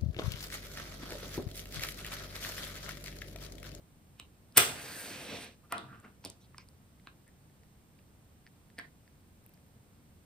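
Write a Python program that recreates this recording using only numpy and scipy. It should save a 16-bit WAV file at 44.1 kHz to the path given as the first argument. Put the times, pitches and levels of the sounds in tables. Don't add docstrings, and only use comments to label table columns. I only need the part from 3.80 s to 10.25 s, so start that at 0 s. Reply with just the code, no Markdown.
import sys
import numpy as np
from scipy import signal
from scipy.fft import rfft, irfft
from scipy.io import wavfile
from scipy.ndimage import uniform_filter1d, map_coordinates

SR = 44100
rng = np.random.default_rng(int(sys.argv[2]) if len(sys.argv) > 2 else 0)


def how_loud(loudness_db):
    steps = np.asarray(loudness_db, float) / 20
    return 10 ** steps


def persist_wave(psi):
    counts = np.round(np.clip(psi, -1, 1) * 32767).astype(np.int16)
    wavfile.write(sys.argv[1], SR, np.atleast_2d(counts).T)


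N = 284445


def rms_one(x):
    return x / np.sqrt(np.mean(x ** 2) + 1e-20)


def peak_one(x):
    return x / np.abs(x).max()


def in_time(rows, fade_s=.02):
    s, *columns = np.transpose(rows)
    s = np.r_[s[0] - fade_s, s, s[-1] + fade_s]
    return [np.interp(np.arange(N) / SR, s, np.r_[-110, c, -110]) for c in columns]


def at_hz(points, hz):
    table_hz, values = np.array(points)[:, 0], np.array(points)[:, 1]
    return np.interp(np.log(hz + 1), np.log(table_hz), values)


def drift(rate_hz):
    r = np.exp(-2 * np.pi * rate_hz / SR)
    settle = 20000
    wander = signal.lfilter([1], [1, -2 * r, r * r], rng.standard_normal(N + settle))
    return rms_one(wander[settle:])


def resonances(x, peaks):
    out = 0
    for k, (hz, width, level_db) in enumerate(peaks):
        r = np.exp(-np.pi * width / SR)
        feedback = [1, -2 * r * np.cos(2 * np.pi * hz / SR), r * r]
        ring = signal.lfilter([(1 - r * r) / 2, 0, (r * r - 1) / 2], feedback, x + 1e-18)
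        out = out + (-1) ** k * how_loud(level_db) * ring
    return out


def grains(per_s, spread_db):
    sizes = how_loud(spread_db * np.minimum(rng.exponential(1, N), 4)) * rng.choice([-1, 1], N)
    return rms_one(sizes * (rng.random(N) < per_s / SR))


# (frequency [Hz], left-right likeness [0-1])
LIKENESS = [(60, 0.95), (290, 0.87), (640, 0.6), (1400, 0.06), (3100, 0.091), (6000, 0.039)]


def diffuse(mid, side):
    alike = np.clip(at_hz(LIKENESS, np.fft.rfftfreq(len(mid), 1 / SR)), 0, 1)
    common = np.sqrt(1 + alike) * rfft(mid)
    opposite = np.sqrt(1 - alike) * rfft(side) * np.array([[1], [-1]])
    return irfft(common + opposite, len(mid)) / np.sqrt(2)


# (frequency [Hz], level [dB per Hz])
ROOM_TONE = [(25, -15), (85, 1), (200, -5), (380, -15), (1000, -22.5), (5000, -33.5), (9000, -31),
             (15000, -33)]


def room_tone():
    colour = how_loud(at_hz(ROOM_TONE, np.fft.rfftfreq(N, 1 / SR)))
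    rumble = irfft(rfft(rng.standard_normal((2, N))) * colour, N)
    return how_loud(-60.5) * rms_one(diffuse(*rumble))


def contacts(rows):
    out, n = np.zeros(N), 1024
    t = np.arange(n) / SR
    for s, body_db, hz, crack_db, crack_hz in rows:
        i = round(s * SR)
        splinter, skin = rng.standard_normal((2, n))
        brush = resonances(skin, [(hz, 0.32 * hz, 0)]) * how_loud(-900 * t[::-1])
        snap = splinter * np.exp(-t / .0004)
        knock = resonances(np.exp(-t / .00005) + .3 * snap, [(hz, .7 * hz, 0)])
        body = resonances(knock, [(hz, 0.19 * hz, 0), (1.9 * hz, 1.2 * hz, -14)])
        split = resonances(snap, [(crack_hz, .4 * crack_hz, 0)])
        crack = resonances(split, [(crack_hz, 0.2 * crack_hz, 0), (13000, 4000, -12)])
        out[i - n:i] += how_loud(body_db - 19.5) * peak_one(brush)
        out[i:i + n] += how_loud(body_db + 1.5) * peak_one(body)
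        out[i:i + n] += how_loud(crack_db + 6.5) * peak_one(crack)
    return out


# (time [s], level [dB], body [Hz])
KNOCKS = [(.398, -49, 1106), (0.3973, -42.5, 3720), (1.923, -26, 1150), (1.9285, -35.5, 680),
          (2.2475, -49.5, 1410), (2.4418, -45.5, 2780), (2.4423, -47, 890), (2.45, -46.5, 2420),
          (2.458, -49, 770), (2.7453, -48, 1130), (2.7832, -48, 1020), (3.1981, -58.5, 2080),
          (3.2719, -41, 1103), (3.2716, -41, 2500), (4.9953, -46, 1050)]


def knocks():
    return contacts([(s, db, hz, db - 9, 1.5 * hz) for s, db, hz in KNOCKS])


# (time [s], level [dB])
THUMPS = [
    (.3982, -50),
    (0.7236, -62),
    (.7763, -22),
    (1.9237, -33),
    (2.45, -36.5),
    (2.4605, -35.5),
    (2.7812, -52),
    (3.2717, -46),
    (4.9838, -40.5),
    (4.988, -42.5),
]
# (frequency [Hz], width [Hz], level [dB])
THUD = [(86, 30, -4), (130, 50, 1), (290, 130, 0), (654.3, 200, -3)]


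def thumps():
    pushes = np.zeros(N)
    for s, thump_db in THUMPS:
        pushes[round(s * SR)] = how_loud(thump_db - 3.5)
    one_push = np.arange(1024) == 0
    return resonances(pushes, THUD) / np.abs(resonances(one_push, THUD)).max()


# (time [s], level [dB], body [Hz], splinter over the body [dB])
CLACKS = [(0.3985, -36, 2800, -7), (0.7235, -56, 4830, -4), (1.649, -48, 3000, -3.5),
          (1.7235, -60, 5950, -2.5), (1.923, -27.5, 2400, -5.5), (1.926, -27, 1300, -12),
          (1.9809, -35.5, 3540, -5.5), (2.2003, -55.5, 1400, 2.5), (2.4497, -33, 5100, 1.5),
          (2.4555, -39, 4570, -4), (2.4605, -41.5, 3500, -1), (2.473, -54, 3000, 7.5),
          (2.5002, -46.5, 4600, 7), (2.7815, -39.5, 4990, -5.5), (2.783, -43.5, 2350, -26.5),
          (2.8873, -51, 4846, -5), (3.4789, -60, 1808, 5), (4.9873, -41, 3785, -5),
          (4.9883, -33, 1790, -15), (4.9912, -46.5, 7200, -7), (5.7425, -61, 4700, -6)]


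def clacks():
    return contacts([(s, db, hz, db + over_db, 8700) for s, db, hz, over_db in CLACKS])


# (time [s], level [dB])
TICKS = [
    (.3999, -57),
    (1.924, -33),
    (2.45, -39),
    (4.9908, -46),
    (5.6402, -59.5),
    (5.663, -47),
    (5.6929, -53),
    (5.7377, -54),
    (5.8652, -62),
    (5.8827, -64.5),
]


def ticks():
    return contacts([(s, db - 13.5, 2500, db, 12800) for s, db in TICKS])


# (frequency [Hz], time to fall 60 dB [s], level [dB])
ROOM = [(103, .6, 5), (246, 0.16, 4.5), (615, 0.54, 0.5), (1400, 0.27, 1.5), (3278, 0.38, 2),
        (6850, 0.16, -7), (13000, 0.18, -8)]


def room(x):
    t, tail = np.arange(SR // 2) / SR, 0
    white = rng.standard_normal((2, SR // 2))
    for hz, t60, level_db in ROOM:
        sos = signal.butter(1, [hz / 1.6, hz * 1.5], "band", fs=SR, output="sos")
        tail = tail + signal.sosfilt(sos, white) * how_loud(level_db - 60 * t / t60)
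    build_up = np.clip((t - .002) / 0.0029, 0, 1)
    tail = rms_one(diffuse(*tail) * build_up) / np.sqrt(len(t))
    return signal.fftconvolve(x[None], tail, axes=1)[:, :N]


def expander(x, knee_db, smooth_s):
    power = uniform_filter1d(np.mean(x ** 2, axis=0), size=int(smooth_s * SR))
    return x * power / (power + how_loud(2 * knee_db))


# (time [s], level [dB])
STROKE = [
    (.748, -66),
    (.7625, -50),
    (.7635, -35),
    (.769, -30),
    (.772, -12.5),
    (.7765, -9),
    (.7815, -12),
    (.784, -26),
    (.86, -55),
]
# (frequency [Hz], width [Hz], level [dB])
GRIT = [(118, 52, -3.5), (402.2, 210, -5), (705, 350, -5.5), (1300, 440, -2.5), (2400, 960, -3.5),
        (3470, 1200, -5), (5548, 1200, -8), (8340, 910, 4), (12000, 3000, 1), (16700, 1600, 2.5)]


def strike():
    level_db = in_time(STROKE)[0]
    grit = resonances(grains(14000, 2.2), GRIT)
    dull = signal.sosfilt(signal.butter(2, 5000, fs=SR, output="sos"), grit)
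    bite = np.clip((level_db + 41.0) / 25, 0, 1)
    return how_loud(level_db + 1.5) * (bite * rms_one(grit) + (1 - bite) * rms_one(dull))


def patchy_hiss(bands, patch_db, patch_hz, spread_db):
    return sum(how_loud(patch_db * drift(patch_hz)) * resonances(grains(9000, spread_db), [band]) for band in bands)


# (time [s], vigour [dB], spread of the flame [head -1 to wood 1])
FLARE = [
    (.88, -48, 0.42),
    (.92, -52, -0.21),
    (1.03, -50, -0.88),
    (1.2, -50.5, -0.95),
    (1.32, -48, -0.17),
    (1.44, -50, 0.23),
    (1.53, -49, 1),
    (1.64, -50.5, -0.017),
    (1.746, -77.5, 1.07),
]
# (level at even spread [dB], gain [dB per unit of spread])
FLAME_PARTS = [
    (-4.5, -5),
    (0.54, 3.5),
    (1.86, 4.5),
    (-2.5, -7.5),
]
# (frequency [Hz], width [Hz], level [dB])
LOW_JETS = [(1614, 380, 6), (2001, 400, -5)]
HIGH_JETS = [(2500, 700, 6), (3312, 900, -1.5), (4500, 880, -7.5), (5900, 1500, -5.5)]


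def flare():
    vigour_db, spread = in_time(FLARE, fade_s=0.021)
    sputter = how_loud(1.3 * drift(40))
    low = sputter * patchy_hiss(LOW_JETS, 1.3, 6.7, 3.0)
    high = sputter * patchy_hiss(HIGH_JETS, 1.3, 6.7, 3.0)
    puffs = how_loud(2.5 * drift(20))
    flutter = puffs * resonances(rng.standard_normal(N), [(170.5, 160, 1.5), (591.9, 630, -2.0)])
    fine_bands = [(4600, 430, 4), (6800, 1200, 0.0), (9200, 2500, 4), (12990, 4000, -4.5)]
    sizzle = patchy_hiss(fine_bands, 2.4, 5.0, 4.1)
    out = 0
    for layer, (even_db, gain_db) in zip((low, high, flutter, sizzle), FLAME_PARTS):
        level_db = vigour_db + even_db + gain_db * np.clip(spread, -2, 2)
        out = out + how_loud(level_db - 2.32) * rms_one(layer)
    return out


# (time [s], echo delay [ms])
TABLE_ECHO = [
    (.85, 0.51),
    (1.2, 0.46),
    (1.45, .52),
    (1.8, 0.48),
]


def table_echo(x, echo_db):
    now = np.arange(N)
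    delay = np.interp(now / SR, *np.transpose(TABLE_ECHO)) * SR / 1000
    return x + how_loud(echo_db) * map_coordinates(x, [now - delay], order=3, mode="nearest")


# (start [s], length [s], level [dB], centre [Hz])
RUBS = [
    (1.828, 0.043, -67.5, 1190),
    (1.98, 0.2, -57.5, 130),
    (2.067, 0.12, -58, 1400),
    (2.22, 0.066, -66, 1470),
    (2.601, 0.076, -71.5, 3810),
    (2.599, 0.049, -72, 5960),
    (2.777, 0.061, -64.5, 2180),
    (2.785, 0.048, -67, 5000),
    (3.462, 0.041, -68.5, 1850),
    (4.182, 0.022, -73.5, 2500),
]


def rubs():
    out, t, friction = np.zeros(N), np.arange(N) / SR, grains(2700, 1.3)
    for s, length, level_db, hz in RUBS:
        swell = np.sin(np.pi * np.clip((t - s) / length, 0, 1))
        rough = resonances(friction, [(hz, 0.5 * hz, 0)])
        out += how_loud(level_db) * swell * rms_one(resonances(rough, [(hz, 0.25 * hz, 0)]))
    return out


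# (time [s], level [dB], fading [dB per s])
JOLTS = [
    (1.932, -34.5, 503),
    (1.955, -48, 121),
    (2.134, -51, 200),
    (2.25, -47.5, 450),
]


def jolts(fading):
    t, gain = np.arange(N) / SR, 0
    for s, level_db, db_per_s in JOLTS:
        fall_db = np.maximum(905 * (s - t), fading * db_per_s * (t - s))
        gain = gain + how_loud(level_db - fall_db)
    return gain


# (frequency [Hz], width [Hz], level [dB])
BOX = [(680, 158, -3.5), (1150, 110, 5.5), (1400, 280, 4), (1850, 290, -2.5), (2635, 350, -2.5)]


def settling_matches():
    soften = signal.butter(2, 2100, fs=SR, output="sos")
    rattle = signal.sosfilt(soften, resonances(grains(900, 1.8), BOX))
    drone = resonances(grains(200, 1.5), [(201, 32, 6.5), (280, 192, 0.0), (469, 23, -2.5)])
    return how_loud(-7.5) * jolts(1) * rms_one(rattle) + how_loud(-11) * jolts(0.57) * rms_one(drone)


# (time [s], level [dB])
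TAPS = [
    (3.6983, -65),
    (3.8341, -59.5),
    (4.1895, -60),
    (4.6658, -48),
    (4.6742, -52.5),
    (4.9011, -57),
    (4.9834, -38),
    (4.9971, -40),
    (5.2775, -56.5),
    (5.7754, -61),
]


def taps():
    return contacts([(s, db, 1790, db - 11.5, 4640) for s, db in TAPS])


def scene():
    hands = knocks() + thumps() + clacks() + ticks() + rubs() + settling_matches() + taps()
    scrape = strike()
    hiss = table_echo(flare(), echo_db=-17.0)
    soft_hands = signal.lfilter([.4], [1, -.6], hands)
    wet = room(how_loud(-3.0) * scrape + how_loud(-7.5) * hiss + how_loud(-3.5) * soft_hands)
    near = scrape + hiss + hands + expander(wet, knee_db=-60, smooth_s=.012)
    return signal.sosfilt(signal.butter(2, 60, "high", fs=SR, output="sos"), near) + room_tone()


def band_limit(x):
    return signal.sosfilt(signal.butter(12, 16290, fs=SR, output="sos"), x)


# (frequency [Hz], share [0-1])
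SHARED = [(4500, 0.02), (6400, .25), (8000, 0.94), (16000, 1)]
# (frequency [Hz], lift [dB])
RIGHT_LIFT = [(300, 0.55), (1500, 1.5), (5000, 2.5), (8000, -0.27)]


def record(dry):
    hz, (left, right) = np.fft.rfftfreq(N, 1 / SR), rfft(dry)
    share = np.clip(at_hz(SHARED, hz), 0, 1)
    delay_turn = np.exp(-2j * np.pi * (hz - 8800) / 5050)
    shared = np.sqrt(share) * left * delay_turn
    later = np.exp(-1j * 0.61 * np.clip(hz / 2500, 0, 8) ** 0.61)
    own = np.sqrt(1 - share) * right * later
    right = (shared + own) * how_loud(at_hz(RIGHT_LIFT, hz))
    top_cut = signal.cheby2(12, 70, 16600, fs=SR, output="sos")
    mix = signal.sosfilt(top_cut, irfft(np.array([left, right]), N))
    return band_limit(np.clip(mix, -1, 1))


dry = scene()
out = record(dry)
persist_wave(out)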